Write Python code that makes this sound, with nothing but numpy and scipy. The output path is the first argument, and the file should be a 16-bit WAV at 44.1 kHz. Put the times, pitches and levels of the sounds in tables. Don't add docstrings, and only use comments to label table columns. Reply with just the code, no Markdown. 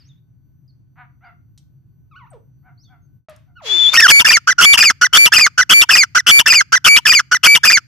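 import sys
import numpy as np
from scipy import signal
from scipy.fft import rfft, irfft, next_fast_len
from scipy.io import wavfile
from scipy.ndimage import uniform_filter1d

SR = 44100
rng = np.random.default_rng(int(sys.argv[2]) if len(sys.argv) > 2 else 0)


def makeup_ratio(level_db):
    decades = np.asarray(level_db, float) / 20
    return 10 ** decades


def unload_audio(sound):
    columns = np.transpose(np.atleast_2d(sound))
    steps = np.round(np.clip(columns, -1, 1) * 32767)
    wavfile.write(sys.argv[1], SR, steps.astype(np.int16))


N = 347054


def evened(x):
    return x / np.sqrt(np.mean(x ** 2) + 1e-20)


def even_loudness(x, size, floor=1e-9):
    power = uniform_filter1d((x ** 2).mean(0), size=size)
    return x / np.sqrt(abs(power) + floor)


def left_right(left, right):
    return np.array([[left], [right]])


def read(points, hz, axis=1):
    table = np.array(points)
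    return np.interp(np.log(hz + 1), np.log(table[:, 0] + 1), table[:, axis])


def add(mix, s, sound):
    part = mix[..., round(s * SR):][..., :sound.shape[-1]]
    part += sound[..., :part.shape[-1]]


def colour(x, gain):
    size = next_fast_len(x.shape[-1])
    spectrum = rfft(x, size) * gain(np.fft.rfftfreq(size, 1 / SR))
    return irfft(spectrum, size)[..., :x.shape[-1]]


def wobble(hz, size):
    return evened(colour(rng.standard_normal(size), lambda f: np.exp(-(f / hz) ** 2)))


def phase(hz):
    return 2 * np.pi * np.cumsum(hz) / SR


def glide(start, end, a, b, bend=0.92):
    return a + (b - a) * np.linspace(0, 1, round((end - start) * SR)) ** bend


def call(s, hz, db, gain, rough, count):
    t = np.arange(s[0], s[-1], 1 / SR)
    pitch = np.interp(t, s, hz) * np.exp(rough * wobble(160, len(t)))
    turn = phase(pitch)
    sound = sum(gain(k, k * pitch) * np.cos(k * turn) for k in range(1, count + 1))
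    return evened(sound) * makeup_ratio(np.interp(t, s, db)) * signal.windows.tukey(len(t), .08)


# frequency in Hz, level in dB per Hz.
AIR_COLOUR = [(20, -30.5), (60, -12), (135, 1.5), (200, -17.5), (300, -20), (450, -37.5), (1000, -43),
              (5000, -61), (14000, -64)]
# frequency in Hz, level in dB.
WHINE = [(1500, -90), (4500, -96.5), (6000, -90.5), (13500, -86.5)]


def air():
    shared, own = rng.standard_normal(N), rng.standard_normal((2, N))
    rumble = colour(shared, lambda f: makeup_ratio(read(AIR_COLOUR, f)) / (1 + (f / 260) ** 2))
    hiss = colour(own, lambda f: makeup_ratio(read(AIR_COLOUR, f)) * (1 - 0.13 / (1 + (f / 260) ** 2)))
    t = np.arange(N) / SR
    whine = sum(makeup_ratio(db + 2.7 * wobble(8, N)) * np.sin(2 * np.pi * hz * t) for hz, db in WHINE)
    return evened(rumble + hiss) * makeup_ratio(-53 + 0.55 * wobble(9, N)) + whine


# start in seconds, length in seconds, pitch at start in Hz, pitch at end in Hz, level in dB.
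CHIRPS = [(0, 0.03, 5200, 4330, -59.5), (.04, 0.052, 4960, 6700, -65), (0.089, 0.036, 3750, 3400, -63),
          (0.162, .03, 3470, 3800, -76), (0.678, 0.033, 5040, 4200, -67.5),
          (1.245, 0.03, 4530, 4800, -71.5), (2.303, 0.0145, 9000, 7850, -60.5),
          (2.776, 0.074, 4245, 6440, -65), (2.834, .03, 4270, 4560, -65), (2.848, 0.048, 3700, 3280, -67),
          (3.02, 0.047, 6480, 6200, -80)]


def chirps():
    mix = np.zeros(N)
    for start, length, hz0, hz1, db in CHIRPS:
        add(mix, start, call([0, length], [hz0, hz1], [db, db], lambda k, f: 1, 0.0094, count=1))
    return mix


# start in seconds, level in dB, centre in Hz, time to die by 60 dB in seconds.
TICKS = [
    (0, -67, 2000, 0.52),
    (1.577, -51, 5050, 0.051),
    (2.332, -65, 1500, 0.15),
    (3.285, -52, 1580, 0.36),
    (3.296, -47.5, 9030, 0.017),
    (3.307, -62, 8840, .03),
    (3.362, -53, 6800, 0.023),
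]


def ticks():
    mix = np.zeros(N)
    t = np.arange(9000) / SR
    for s, db, hz, t60 in TICKS:
        hiss = colour(rng.standard_normal(len(t)),
                      lambda f: np.exp(-np.log((f + 1) / hz) ** 2 / (0.25 + 1000 / hz)))
        add(mix, s, evened(hiss) * makeup_ratio(db - 60 * t / t60))
    return mix


# start in seconds, length in seconds, level in dB, top pitch in Hz, undertones in dB.
BARKS = [
    (0.954, 0.11, -45, 792, -3),
    (1.205, 0.133, -46.5, 776, -14),
    (2.626, 0.121, -55.5, 797, -11),
    (2.873, 0.125, -57.5, 778, -12),
    (3.454, 0.1, -67, 780, -18),
]
# frequency in Hz, level in dB.
BARK_COLOUR = [(450, -38), (750, -1.5), (1500, -0.5), (2300, -9), (3200, -27), (4500, -38), (6000, -57)]
# share of its length, level in dB, share of its top pitch.
BARK_ARCH = [(0, -25.5, .82), (.3, -4, .97), (.55, -1, 0.9), (1, -19.5, .88)]


def barks():
    mix = np.zeros(N)
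    share, arch_db, arch = np.transpose(BARK_ARCH)
    for start, length, top_db, top_hz, under_db in BARKS:
        s = start + share * length
        dull_db_per_khz = 0.36 * (top_db - BARKS[0][2])

        def gain(k, f):
            undertone_db = under_db * (k % 3 > 0)
            return makeup_ratio(read(BARK_COLOUR, f) + undertone_db + dull_db_per_khz * f / 1000)

        add(mix, s[0], call(s, top_hz * arch / 3, top_db + arch_db, gain, 0.035, count=18))
    return mix


# time in seconds, pitch in Hz, level in dB.
WARBLES = [
    [(2.11, 1350, -55.5), (2.15, 1054, -55.5), (2.165, 1444, -45), (2.18, 1514, -52), (2.2, 1160, -53),
     (2.22, 1020, -50), (2.255, 872, -55), (2.277, 1450, -61), (2.29, 1000, -75)],
    [(2.305, 840, -76), (2.32, 758, -53.5), (2.345, 503, -47.5), (2.38, 404, -54)],
    [(3.283, 660, -39.5), (3.31, 606, -49.5), (3.332, 596, -49)],
    [(3.55, 1420, -68), (3.57, 1456, -44.5), (3.6, 1248, -52), (3.62, 712, -47), (3.66, 463, -40.5),
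     (3.72, 383, -43.5), (3.78, 313, -44)],
]


def warbles():
    mix = np.zeros(N)
    for rows in WARBLES:
        s, hz, db = np.transpose(rows)
        add(mix, s[0], call(s, hz, db, lambda k, f: makeup_ratio(-11 * k - 2 * (f > 3000)), 0.0068, count=5))
    return mix


def scrub(x, t60):
    t = np.arange(SR // 2) / SR
    noise = colour(rng.standard_normal((2, len(t))), lambda f: f / (f + 300) / (1 + f / 4000))
    tail = noise * makeup_ratio(-60 * t / t60) * (t > .004)
    return signal.fftconvolve(x * np.ones((2, 1)), tail / np.linalg.norm(tail[0]), axes=1)[:, :N]


# time in seconds, pitch in Hz, tone in dB, breath in dB.
SQUEAL = [
    (3.62, 3300, -74, -60.5),
    (3.665, 3326, -36, -31.5),
    (3.721, 3445, -16, -30.5),
    (3.77, 3520, -16.5, -31.5),
    (3.871, 3450, -12, -31.5),
    (3.895, 3560, -13, -30.5),
    (3.913, 3620, -37.5, -37.5),
    (3.921, 3550, -20.5, -34),
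    (3.935, 3604, -23.5, -23.5),
]
# frequency in Hz, level in dB per Hz.
BREATH = [(150, -21.5), (400, -4), (1700, 2), (3400, 7), (5500, -0.5), (7000, 0.5), (8000, -17.5),
          (13500, -20), (15000, -35)]


def squeal():
    s, *columns = np.transpose(SQUEAL)
    t = np.arange(s[0], s[-1], 1 / SR)
    hz, tone_db, breath_db = (np.interp(t, s, c) for c in columns)
    turn = phase(hz + 14 * wobble(40, len(t)))
    tone = np.sqrt(2) * (np.cos(turn) + makeup_ratio(-30.5) * np.cos(2 * turn))
    tone = tone * makeup_ratio(tone_db + 0.72 * wobble(60, len(t)))
    breath = evened(colour(rng.standard_normal((2, len(t))), lambda f: makeup_ratio(read(BREATH, f))))
    return tone * makeup_ratio(left_right(3.5, -6.5)) + breath * makeup_ratio(breath_db)


# frequency in Hz, left level in dB, right level in dB.
THROAT = [(553, -18, -17), (890, -10.5, -13), (1610, -3.5, 1), (2000, -5.5, 1.5), (2530, -7, -3),
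          (2900, 0.5, -8.5), (4120, -11, -2), (4500, 1, 0.5), (5630, 7.5, 2.5), (6390, 2.5, 1.5),
          (8240, -6.5, -10.5), (9800, -13.5, -12), (12100, -11, -11), (15000, -25, -24.5)]


def throat(hz):
    return makeup_ratio(np.array([read(THROAT, hz, axis=1), read(THROAT, hz, axis=2)]))


def hiss_colour(hz):
    return throat(hz) / (1 + hz / 2500)


def breath_envelope(notes):
    out, t = np.zeros(N), np.arange(SR // 4) / SR
    for start, end in notes:
        attack = np.minimum(t / .007, 1) ** 1.6
        add(out, start, attack * makeup_ratio(-2400 * np.maximum(t - (end - start), 0)))
    return np.minimum(out, 1)


def rasp(notes, rasps, clean):
    start, *columns = np.transpose(sorted(rasps))
    row = np.maximum(np.searchsorted(start, np.arange(N) / SR) - 1, 0)
    hz, db, rough = (uniform_filter1d(c[row], size=130) for c in columns)
    rough = .22 + .78 * np.clip(rough, 0, 1)
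    hz = hz * np.exp(.1 * rough * wobble(230, N))
    turn = phase(hz)
    lag = left_right(0, 1) * (.5 + 0.73 * wobble(28, N))
    gape_db = np.clip((hz - 2450) / 30, 0, 16)
    shut_db = np.clip((1750 - hz) / 20, 0, 9)
    tone = 0
    for k in range(1, 7):
        overtone_db = -6 * k + gape_db * (k == 1) - shut_db * (k in (2, 3))
        tone = tone + throat(k * hz) * makeup_ratio(overtone_db) * np.sin(k * (turn - lag)) * (k * hz < 15000)
    bursts = even_loudness(tone, 200) * (1 + .75 * rough * wobble(200, N))
    second = np.cos(phase(1360 * np.exp(0.089 * wobble(150, N)))) * (1 + .5 * wobble(270, N))
    noise = rng.standard_normal(N) + 1.04 * rng.standard_normal((2, N))
    hiss = evened(colour(noise, hiss_colour))
    voice = bursts + rough ** 3 * second * left_right(.5, 1.4) + .6 * rough * hiss
    shrill = colour(np.sign(voice), lambda f: f > 7500)
    voice = voice + 0.48 * np.clip((hz - 1600) / 500, 0, 1) * shrill
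    voice = even_loudness(voice, 400)
    locked = np.zeros(N)
    for row in clean:
        add(locked, row[0] + .0015, np.ones(round((row[1] - row[0] - .003) * SR)))
    rests = uniform_filter1d(1 - np.minimum(locked, 1), size=110)
    return voice * makeup_ratio(db) * breath_envelope(notes) * rests


def slur(start, end, hz0, hz1, db, bend=1.2, fade_db=0):
    hz = glide(start, end, hz0, hz1, bend)
    k = np.arange(1, 7)[:, None]
    shut_db = np.clip((1750 - hz) / 30, 0, 9) * ((k == 2) | (k == 3))
    gains = throat(k * hz) * makeup_ratio(-4.5 * k - 5 * (k > 3) + 6 * (k * hz > 11000) - shut_db)
    turn = k * (phase(hz) - np.array([0, .45])[:, None, None])
    tone = (gains * np.sin(turn)).sum(1) / np.sqrt((gains ** 2).sum(1).mean(0) / 2)
    hiss = colour(rng.standard_normal(tone.shape), hiss_colour)
    bright = colour(hiss, lambda f: f > 8500)
    sound = tone + makeup_ratio(-20.0) * evened(hiss) + makeup_ratio(-28) * evened(bright)
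    level = makeup_ratio(glide(start, end, db, db + fade_db, bend))
    return level * sound * signal.windows.tukey(len(hz), min(110 / len(hz), 1))


# left level in dB, right level in dB.
WHISTLE_TONES = [(0, -2), (-24, -10), (-11, -17), (-22, -15), (-17, -26), (-23, -21)]


def whistle(start, end, hz0, hz1, db, lead):
    hz = np.r_[glide(start, end, hz0, hz1), glide(0, .007, hz1, .62 * hz1, bend=1.6)]
    k = np.arange(1, 7)[:, None]
    turn = k * (phase(hz) - np.array([0, lead])[:, None, None])
    tone = (makeup_ratio(np.transpose(WHISTLE_TONES))[:, :, None] * np.cos(turn)).sum(1)
    hiss = colour(rng.standard_normal(tone.shape), hiss_colour)
    push = left_right(.04, .07) * (1 + 0.18 * wobble(60, len(hz)))
    fold_hz = np.geomspace(150, 850, len(hz))
    push[0] += 0.015 * np.sin(phase(fold_hz))
    swell_db = 3 * (np.linspace(-.6, 1, len(hz)) ** 2 - 0.72)
    sound = evened(tone) + makeup_ratio(-22.0) * evened(hiss) + push
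    return makeup_ratio(db + swell_db) * sound * signal.windows.tukey(len(hz), .06)


def gulp():
    t = np.arange(1100) / SR
    return left_right(.02, .09) * np.sin(2 * np.pi * 960 * t) * np.hanning(len(t))


def placed(shape, at, start=0, effort_db=0):
    return [(max(at + s, start + 1e-5 * k), hz, db + effort_db, rough)
            for k, (s, hz, db, rough) in enumerate(shape)]


# start in seconds, end in seconds.
LOW_NOTE = (3.932, 4.07)
# start in seconds, end in seconds, pitch in Hz, pitch at end in Hz, level in dB.
LOW_CLEAN = [
    (3.974, 4.0, 1855, 1858, -5.8),
    (4.024, 4.07, 1885, 1330, -5.9),
]
# seconds after the start, centre pitch in Hz, level in dB, roughness from 0 to 1.
LOW_RASP = [
    (0, 2530, -12, .85),
    (.026, 2628, -11.5, .85),
    (.067, 2611, -6.5, .47),
    (.077, 1778, -12.5, .47),
]


def low_note():
    return [LOW_NOTE], placed(LOW_RASP, LOW_NOTE[0]), list(LOW_CLEAN)


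# start in seconds, whistle start in seconds, whistle pitch in Hz, left side's lead in
# radians per overtone, rasp pitch in Hz just before the whistle.
MIDDLES = [(4.077, 4.118, 2261, 2.7, 2325), (4.58, 4.654, 2298, 2.6, 3130), (5.127, 5.177, 2306, 3.4, 3190),
           (5.692, 5.735, 2305, 3.4, 3200), (6.263, 6.312, 2307, 3.0, 3186),
           (6.842, 6.885, 2303, 1.7, 2412), (7.43, 7.472, 2307, .8, 2433)]
# seconds from its start, centre pitch in Hz, level in dB, roughness from 0 to 1.
WIND_UP = [(-.075, 1403, -9, .15), (-.044, 2900, -9.5, .85), (-.031, 3090, -5, .6)]
# seconds from its end, centre pitch in Hz, level in dB, roughness from 0 to 1.
SNAP = [(-.001, 3806, -2, .3), (.005, 2819, -5, .55), (.013, 2860, -12.5, .55), (.019, 2900, -13.5, .55)]


def middle_notes():
    whistle_s, close_s, rise_hz, whistle_db = .0805, .022, 42, -4.5
    notes, rasps, whistles = [], [], []
    for start, on, hz, lead, push_hz in MIDDLES:
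        off = on + whistle_s
        notes.append((start, off + close_s))
        last_push = (on - .016, push_hz, -3, .68)
        rasps += placed(WIND_UP, on, start) + [last_push] + placed(SNAP, off)
        whistles.append((on, off, hz - rise_hz / 2, hz + rise_hz / 2, whistle_db, lead))
    return notes, rasps, whistles


# start, start of the hold, start of the fall and end of the fall in seconds, pitch in Hz.
LONGS = [(4.244, 4.292, 4.336, 4.362, 2410), (4.771, 4.808, 4.856, 4.895, 2455),
         (5.318, 5.365, 5.412, 5.458, 2472), (5.887, 5.936, 5.983, 6.026, 2470),
         (6.457, 6.504, 6.554, 6.602, 2466), (7.051, 7.096, 7.149, 7.188, 2443),
         (7.631, 7.677, 7.73, 7.767, 2440)]
# seconds from it, centre pitch in Hz, level in dB, roughness from 0 to 1.
OPENING = [(-.05, 1679, -8.5, .5), (-.031, 2602, -9, .5), (-.015, 2530, -11.5, .55)]
# seconds from its end, centre pitch in Hz, level in dB, roughness from 0 to 1.
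BREAK = [(-.001, 1883, -9.5, .5), (.013, 2691, -11, .5)]
# seconds from its end, centre pitch in Hz, level in dB, roughness from 0 to 1.
ENDING = [(0, 1700, -9, .6), (.011, 1420, -12, .5), (.016, 1350, -20, .5)]


def long_notes():
    break_s, drop_s, fade_s = .029, .007, .019
    hold_db, fall_db, peep_db = -6.5, -8, -8.5
    notes, rasps, slurs = [], [], []
    for start, hold, fall, end, hz in LONGS:
        hold_end = fall - break_s
        notes.append((start, end + fade_s))
        rasps += placed(OPENING, hold, start) + placed(BREAK, hold_end) + placed(ENDING, end)
        slurs.append((hold, hold_end, hz, hz * .993, hold_db))
        slurs.append((fall, end + drop_s, hz, hz * .805, fall_db, 1.6, -4))
        peep = hold - .038
        if peep > start:
            slurs.append((peep, hold - .028, 1730, 1775, peep_db))
    return notes, rasps, slurs


# start in seconds, seconds locked on the low pitch before the flip, pitch at end in Hz,
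# effort in dB.
CLUCKS = [(4.470, 0, 1520, -1), (5.011, .013, 1470, 0.5), (5.575, 0, 1535, 0), (6.147, 0, 1686, -1),
          (6.72, 0, 1544, 0.5), (7.312, .017, 1610, -1)]
# seconds after the start, centre pitch in Hz, level in dB, roughness from 0 to 1.
CLUCK_RASP = [
    (0, 1426, -9, .5),
    (.017, 1475, -8, .33),
    (.05, 1396, -32, .5),
]


def clucks():
    flip_s, length_s = .036, .060
    low_hz, high_hz, low_db, high_db = 1480, 2020, -9, -13.5
    notes, rasps, slurs = [], [], []
    for start, lock, end_hz, db in CLUCKS:
        flip, end = start + flip_s, start + length_s
        notes.append((start, end))
        rasps += placed(CLUCK_RASP, start, start, db)
        slurs.append((flip, end, high_hz, end_hz, high_db + db, 3.6, -4.5))
        if lock > 0:
            slurs.append((flip - lock, flip, low_hz, low_hz * .993, low_db + db))
    return notes, rasps, slurs


def francolin():
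    low_air, low_rasps, low_slurs = low_note()
    middle_air, middle_rasps, whistles = middle_notes()
    long_air, long_rasps, long_slurs = long_notes()
    cluck_air, cluck_rasps, cluck_slurs = clucks()
    notes = low_air + middle_air + long_air + cluck_air
    rasps = low_rasps + middle_rasps + long_rasps + cluck_rasps
    slurs = low_slurs + long_slurs + cluck_slurs
    bird = rasp(notes, rasps, slurs + whistles)
    for row in slurs:
        add(bird, row[0], slur(*row))
    for row in whistles:
        add(bird, row[0], whistle(*row))
        add(bird, row[1] + 0.013, gulp())
    bird = colour(bird, lambda f: 1 - .65 * np.exp(-((f - 3880) / 260) ** 2))
    add(bird, SQUEAL[0][0], squeal())
    return bird * makeup_ratio(left_right(.9, -.3))


def scene():
    others = chirps() + ticks() + barks() + warbles()
    far = others + makeup_ratio(-9.5) * scrub(others, 0.29)
    bird = francolin()
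    near = bird + makeup_ratio(-47.0) * scrub(bird, 0.57)
    return near + far + air() * makeup_ratio(left_right(.5, -.5))


# time in seconds, level in dB.
CUT = [
    (0, 2),
    (3.17, 4),
    (3.25, -17),
    (3.275, -70),
    (3.284, -70),
    (3.2855, 2.5),
    (7.87, 2),
]


def edit(x):
    s, db = np.transpose(CUT)
    return x * makeup_ratio(np.interp(np.arange(N) / SR, s, db))


def overload(x):
    thump = colour(x ** 2, lambda f: (f / (f + 90)) ** 2 / (1 + (f / 450) ** 4))
    x = x + left_right(.22, .1) * thump
    level = np.sqrt(2 * abs(uniform_filter1d(x ** 2, size=120, axis=1)))
    x = x / np.maximum(level / .93, 1)
    return x / (1 + abs(x / .97) ** 6) ** (1 / 6)


def top_cut(x):
    return signal.sosfilt(signal.butter(12, 15160, fs=SR, output="sos"), x)


def record(dry):
    loud = overload(edit(dry))
    mix = colour(loud, lambda f: 1 / (1 + (f / 14350) ** 60))
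    return top_cut(mix)


dry = scene()
out = record(dry)
unload_audio(out)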